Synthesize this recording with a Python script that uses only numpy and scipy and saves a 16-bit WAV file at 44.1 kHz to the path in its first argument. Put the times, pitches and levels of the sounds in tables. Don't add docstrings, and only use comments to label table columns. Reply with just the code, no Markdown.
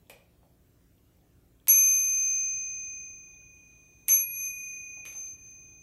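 import sys
import numpy as np
from scipy import signal
from scipy.io import wavfile
from scipy.ndimage import uniform_filter1d

SR = 44100
rng = np.random.default_rng(int(sys.argv[2]) if len(sys.argv) > 2 else 0)


def invert_db(x):
    u = np.asarray(x, float) / 20
    return 10 ** u


def digitize_waveform(pressure):
    field = np.atleast_2d(pressure).T
    bounded = np.clip(field, -1, 1)
    quanta = np.round(bounded * 32767).astype(np.int16)
    wavfile.write(sys.argv[1], SR, quanta)


N = 256662


def evened(x):
    return x / np.sqrt(np.mean(x ** 2) + 1e-20)


def read(points, hz):
    f, value = np.transpose(points)
    return np.interp(np.log(hz + 1), np.log(f + 1), value)


def add(mix, s, sound):
    part = mix[round(s * SR):][:len(sound)]
    part += sound[:len(part)]


def colour(points, size=1024):
    level_db = np.maximum(read(points, np.fft.rfftfreq(size, 1 / SR)), -70)
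    half = np.log(invert_db(level_db))
    full = np.concatenate([half, half[-2:0:-1]])
    taps = np.fft.ifft(np.exp(np.conj(signal.hilbert(full)))).real
    return taps / np.linalg.norm(taps)


def burst(db, ms, count=16, size=2048):
    r = np.exp(-2000 / ms / SR)
    bend = -2 * r * np.cos(np.pi * rng.random(count) ** 1.6)
    one = np.ones(count)
    stages = np.column_stack([r * r * one, bend, one, one, bend, r * r * one])
    click = np.arange(size) == 0
    return 2.84 * invert_db(db) * signal.sosfilt(stages, click)


def wander(top_hz, count=24):
    t = np.arange(0, N, 64) / SR
    slow = 0
    for f in np.geomspace(.3, top_hz, count):
        slow = slow + np.sin(2 * np.pi * (f * t + rng.random())) / np.sqrt(f)
    return np.interp(np.arange(N) / SR, t, evened(slow))


def noise(points, patchy_db):
    frames, hz = N // 512 + 5, np.fft.rfftfreq(2048, 1 / SR)
    a, b, patches = rng.standard_normal((frames, 1025, 3)).T
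    patches = uniform_filter1d(patches, size=12, axis=0)
    patches = evened(uniform_filter1d(patches, size=8, axis=1))
    z = (a + 1j * b) * invert_db(read(points, hz)[:, None] + patchy_db * patches)
    return evened(signal.istft(z, nperseg=2048, noverlap=1536)[1][:N])


BELL_HZ = [2438.7, 2469.0, 6261.4, 11359.6]
# mode, mode, first blow level/dB, second blow level/dB
SUMS = [(1, 1, -77.5, -72.5), (0, 1, -84, -80), (0, 2, -63, -65), (1, 2, -59.5, -57.5), (2, 2, -60, -75),
        (1, 3, -56, -58.5)]
BEAT_LEAD = [-0.051, .09]


def bell():
    t = np.arange(N) / SR
    second = t >= BLOWS[1][0]
    since = np.where(second, t - BLOWS[1][0], t - BLOWS[0][0])
    out = np.zeros(N)
    first_share = [.2, 0.22, 0.38, 0.82]
    levels = [np.interp(t, t[::8], heard(k, t[::8])) / 1.104 for k in range(len(BELL_HZ))]
    lead = np.where(second, BEAT_LEAD[1], BEAT_LEAD[0])
    echoed = 0.47 * (since > ECHOES[2][0]) + 0.67 * (since > ECHOES[3][0])
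    for hz, level, share, turns in zip(BELL_HZ, levels, first_share, [-lead, 0, 0, 0]):
        fill = uniform_filter1d(share + (1 - share) * echoed, size=30)
        spin = np.exp(2j * np.pi * (hz * since + turns))
        out += np.sqrt(2) * (level * fill * spin).imag

    swing = [abs(level) / invert_db(db) for level, db in zip(levels, RINGS[0])]
    swing[2] = invert_db(-60 * np.maximum(since, 0) / FREE_T60[2])
    grip_s = 4.95
    free = (since > 0) * np.clip((grip_s - t) / .02, 0, 1)
    for a, b, first_db, second_db in SUMS:
        a, b = round(a), round(b)
        bend = invert_db(np.where(second, second_db, first_db) + 4.0 * wander(25.0))
        bend = bend * swing[a] * swing[b] * free
        out += np.sqrt(2) * bend * np.sin(2 * np.pi * (BELL_HZ[a] + BELL_HZ[b]) * since)
    return out


FREE_T60 = [4.68, 5.02, 3.21, 1.036]
# low twin level/dB, low level/dB, main level/dB, top level/dB
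RINGS = [
    (-46, -42, -23, -20),
    (-44, -43, -26, -23),
]
# main level/dB, top level/dB
KNOCK_RING = (-41, -54.5)
# share, turns behind at rest, swell of the ring t/s
ARM = [(.421, 0.097, 0.0086), (1.3, -0.035, .08), (1.284, 0.051, .002), (0.26, 0.56, .0006)]
# t/s, path/mm
ARM_PATH = [
    [(1.701, 11), (2.022, -13.5), (2.418, -6.5), (2.938, 9), (3.614, 20.5), (4.072, 13)],
    [(4.081, -23), (4.154, 15), (4.244, 24.5), (4.27, 26.5), (4.338, 23), (4.468, 14.5), (4.562, 22),
     (4.838, 24.5), (5.008, 21)],
    [(5.092, 26.5), (5.144, 22.5), (5.182, 50), (5.322, 41), (5.386, 25.2), (5.472, 19.8), (5.562, 18.4),
     (5.778, 14.7)],
]
# t/s, path/mm
CHEST_PATH = [
    [(1.75, 11.8), (1.81, 31), (2.02, 44), (2.373, 34), (2.83, 23.5), (3.17, -39.5), (3.58, -21),
     (4.07, -34)],
    [(4.09, 77), (4.17, 47.4), (4.338, 51.7), (4.5, 33), (4.98, 32.0), (5.052, 23)],
    [(5.204, 83), (5.274, 87), (5.348, 64), (5.475, 62.4), (5.606, 54), (5.817, 51)],
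]
# offset f/Hz, level/dB, 60 dB decay t/s
TWINS = [(-1.32, -7, 2.6), (11.4, 5, .3)]
TWIN_LEAD = [(0.85, .72), (.32, 0.36), (0.7, .5)]
# main level/dB, top level/dB
TWIN_PUSH_DB = [(0, -1.5), (0, 2), (0, -1)]
TWIN_SWELL_S = [.004, .03]
SOUND_MM_PER_S = 343000


def heard(k, t):
    starts = np.array([BLOWS[0][0], BLOWS[1][0], CLACKS[7][0]])
    ring = np.maximum(np.searchsorted(starts, t, "right") - 1, 0)
    path_mm = np.interp(t, *np.vstack(CHEST_PATH if k < 2 else ARM_PATH).T)
    if k < 2:
        ring = np.minimum(ring, 1)
    since = np.maximum(t - starts[ring], 0)
    share, turns, swell_s = ARM[k]
    copy = share * np.exp(2j * np.pi * (BELL_HZ[k] * path_mm / SOUND_MM_PER_S + turns))
    gain = invert_db(-60 * since / FREE_T60[k]) * (1 + copy)
    level_db = np.array([RINGS[0][k], RINGS[1][k], KNOCK_RING[k % 2]])[ring]
    if k >= 2:
        offset_hz, db, t60 = TWINS[k - 2]
        push_db = np.array(TWIN_PUSH_DB)[ring, k - 2]
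        lead = np.array(TWIN_LEAD)[ring, k - 2]
        twin = (1 - np.exp(-since / TWIN_SWELL_S[k - 2])) * invert_db(db + push_db - 60 * since / t60)
        gain = abs(gain + twin * np.exp(2j * np.pi * (offset_hz * since + lead)))
    return invert_db(level_db) * gain * (1 - np.exp(-since / swell_s))


# t/s, crack level/dB
BLOWS = [
    (1.6831, -1.5),
    (4.0832, -4.5),
]
# f/Hz, level/dB per Hz
CRACK = [(590, -67.5), (1000, -30.5), (1700, -40.5), (2910, -22.5), (4540, -18.5), (6020, -12.5),
         (8860, -6.5), (11700, -5), (13500, -6), (16500, -31)]


def hammer():
    dry = np.zeros(N)
    for s, db in BLOWS:
        rattle = burst(db - 9.5, 2.9)
        rattle[0] = invert_db(db)
        add(dry, s, rattle)
    return signal.oaconvolve(dry, colour(CRACK))[:N]


# t/s, housing level/dB, stem level/dB, length/ms
CLACKS = [(0.0967, -59, -36.5, 1.85), (0.0973, -36.5, -53.5, 1.3), (1.6726, -27, -52, 3),
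          (1.6805, -46, -50.5, 0.66), (1.684, -32.5, -37.5, 1.5), (4.0788, -42.5, -54.5, 0.92),
          (4.0851, -27, -46, 1), (5.0528, -33.5, -37.5, 1.3), (5.0626, -59, -45.5, 1.3),
          (5.07, -55, -42.5, 0.32), (5.126, -46.5, -45, 4.6), (5.145, -51, -72, 6.9)]
# f/Hz, level/dB per Hz
CLACK = [(180, -59.5), (300, -35.5), (1020, -8.5), (1550, -14), (2400, -5), (5100, -14), (9490, -14),
         (10700, -28), (11600, -14.5), (15400, -18), (16500, -36.5)]
# f/Hz, level/dB per Hz
KNOCK = [(150, -22.5), (300, 2.5), (550, 7), (1200, -8), (2000, -5.5), (5000, -12.5), (10000, 2),
         (15000, -12.5), (16500, -25.5)]


def lever():
    housing, stem = np.zeros((2, N))
    for s, housing_db, stem_db, ms in CLACKS:
        add(housing, s, burst(housing_db, ms))
        add(stem, s, burst(stem_db, ms))
    return (signal.oaconvolve(housing, colour(CLACK)) + signal.oaconvolve(stem, colour(KNOCK)))[:N]


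# t/s, peak level/dB, f/Hz, length/ms
THUDS = [(.099, -46.5, 510, 15), (0.0985, -48.5, 11900, 3), (.1, -43, 2406, 12), (.101, -56, 3350, 8),
         (.431, -55, 655, 15), (1.675, -52.5, 1100, 6.3), (1.685, -31, 2364, 22), (1.686, -47, 555, 17),
         (4.086, -52, 1060, 7.4), (4.087, -28.5, 2364, 6.2), (4.088, -55, 309, 15),
         (1.688, -54.5, 300.5, 13), (4.729, -63, 1924, 28), (4.971, -57, 700, 10.4),
         (5.06, -37.5, 2380, 13), (5.15, -53, 760, 21)]
# t/s, peak level/dB, f/Hz, length/ms
TICKS = [(.070, -66, 3420, 4.4), (.98, -69, 3280, 3.1), (1.17, -58, 13000, 8), (1.212, -67.5, 3500, 2.2),
         (1.599, -63, 3330, 1.435), (2.215, -65, 4300, 4), (2.222, -60, 3500, 6), (2.231, -65.5, 1603, 3.7),
         (2.815, -62, 3680, 7.9), (2.85, -63, 3700, 23), (3.345, -63.5, 3450, 4), (3.42, -69.5, 1500, 10),
         (4.312, -55, 7500, 1.7), (4.312, -64, 3600, 2), (4.351, -56, 4280, 4), (4.352, -53.5, 8000, 2.7),
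         (5.143, -57.5, 4340, 8), (5.269, -65, 3500, 3), (5.276, -51, 4370, 5), (5.301, -67, 4300, 4),
         (5.51, -54.5, 11300, 4)]


def thuds_and_ticks():
    near, far = np.zeros((2, N))
    rows = [(*row, 364, 0.94) for row in THUDS]
    rows += [(*row, .16 * row[2], .06 + .025 * row[3]) for row in TICKS]
    for s, db, hz, ms, width_hz, wet in rows:
        b, a = signal.iirpeak(min(hz, 15000), max(hz / width_hz, .7), SR)
        puff = signal.lfilter(b, a, burst(0, ms))
        puff = signal.lfilter(b, a, puff)
        puff *= invert_db(db) / abs(puff).max()
        wet = min(wet, 1)
        add(near, s, (1 - wet) * puff)
        add(far, s, wet * puff)
    return near, far


# t/s, level/dB
RUSTLE = [
    (1.75, -77),
    (1.9, -78),
    (2.05, -70.5),
    (2.19, -72.5),
    (2.21, -108.5),
]
# f/Hz, level/dB per Hz
CLOTH = [(300, -23.5), (700, 3), (2000, -2), (4500, -1), (7000, -14.5)]


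def sleeve():
    s, db = np.transpose(RUSTLE)
    level_db = np.interp(np.arange(N) / SR, s, db, left=-140, right=-140)
    return invert_db(level_db) * noise(CLOTH, patchy_db=0.5)


# delay t/s, gain
ECHOES = [(.0023, .12), (.0048, -.12), (.0080, .4), (.0128, .2), (.0165, -.12), (.022, .1), (.0335, .15)]
# f/Hz, t/s
ROOM_T60 = [(200, 0.52), (600, 0.55), (1500, 0.45), (2500, 0.4), (5000, .4), (10000, 0.22), (16000, 0.095)]


def room(x):
    taps = np.zeros(SR // 2 * 2)
    at = np.arange(300, len(taps) - 20, 6)
    taps[at + rng.integers(0, 6, len(at))] = rng.choice([-1., 1.], len(at))
    hz, t, z = signal.stft(taps, SR, nperseg=256)
    z = z * invert_db(-60 * t / read(ROOM_T60, hz)[:, None])
    tail = signal.istft(z, SR, nperseg=256)[1]
    tail *= 1 - np.exp(-np.arange(len(tail)) / (0.0013 * SR))
    tail = invert_db(-1.5) * tail / np.linalg.norm(tail)
    tail[0] = 1
    for delay, gain in ECHOES:
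        tail[round(delay * SR)] += gain
    return signal.fftconvolve(x, tail)[:N]


# f/Hz, level/dB
HUM = [(59.2, -70.5), (118.4, -74), (172.3, -73.5), (258.4, -80), (296.1, -78.5), (355.3, -81.5),
       (414.5, -87)]
# f/Hz, level/dB per Hz
RUMBLE = [(12, -42), (20, -5), (89, 0), (178, -10), (216, -11.5), (291, -12), (700, -22), (910, -48),
          (1540, -120)]
# f/Hz, level/dB per Hz
HISS = [(300, -12.5), (700, -3), (1800, -10), (2700, -10.5), (4900, -14), (5700, -12.5), (8000, -13.5),
        (10500, -14.5), (11500, -12.5), (13200, -10), (15750, -10.5), (15950, -46)]


def air():
    t = np.arange(N) / SR
    hum = np.zeros(N)
    for f, db in HUM:
        level = invert_db(db + 1.0 * wander(8.2))
        hum += level * np.sin(2 * np.pi * f * t + 0.72 * wander(14.0))
    rumble = invert_db(-64.5) * noise(RUMBLE, patchy_db=0.2)
    hiss = invert_db(-73.5) * noise(HISS, patchy_db=2.5)
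    return rumble + hiss + np.sqrt(2) * hum


def hide(x, size=16):
    margin_db, slack_db = 24.5, 3.5
    up_db, down_db = 11, 14
    growth, pivot_db = 0.41, -52
    hz, t, z = signal.stft(x, SR, nperseg=2048, noverlap=1536)
    power = abs(z[:1024].reshape(1024 // size, size, -1)) ** 2
    band_db = 10 * np.log10(power.sum(axis=1) + 1e-16)
    line_db = 10 * np.log10(power.max(axis=1) + 1e-16) + 9.4
    mid_hz = hz[size // 2:1024:size]
    ear = 26.8 * mid_hz / (1960 + mid_hz)
    apart = ear[:, None] - ear[None]
    spread_db = np.where(apart > 0, up_db * apart, -down_db * apart)
    felt_db = np.minimum(band_db, pivot_db + growth * (band_db - pivot_db))
    mask_db = (felt_db[None] - spread_db[:, :, None]).max(axis=1) - margin_db
    mask_db -= 5.5 * np.clip((mid_hz[:, None] - 11500) / 3000, 0, 1)
    slack = slack_db * rng.standard_normal((len(t), 1)) + 1.0 * rng.standard_normal(mask_db.T.shape)
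    mask_db += np.repeat(slack[::2], 2, axis=0)[:len(t)].T
    kept = (np.maximum(band_db, line_db) > mask_db) | (mid_hz < 2600)[:, None]
    z[:1024] *= np.repeat(kept, size, axis=0)
    return signal.istft(z, SR, nperseg=2048, noverlap=1536)[1][:N]


def scene():
    near, far = thuds_and_ticks()
    knocks = room(hammer() + lever() + far)
    return (bell() + knocks + near + sleeve() + air())[None]


def roll_off(x):
    return signal.sosfilt(signal.butter(12, 16650, fs=SR, output="sos"), x)


def record(dry):
    x = signal.sosfilt(signal.butter(2, 36, "high", fs=SR, output="sos"), dry[0])
    mix = hide(x)[None]
    return roll_off(mix)


dry = scene()
out = record(dry)
digitize_waveform(out)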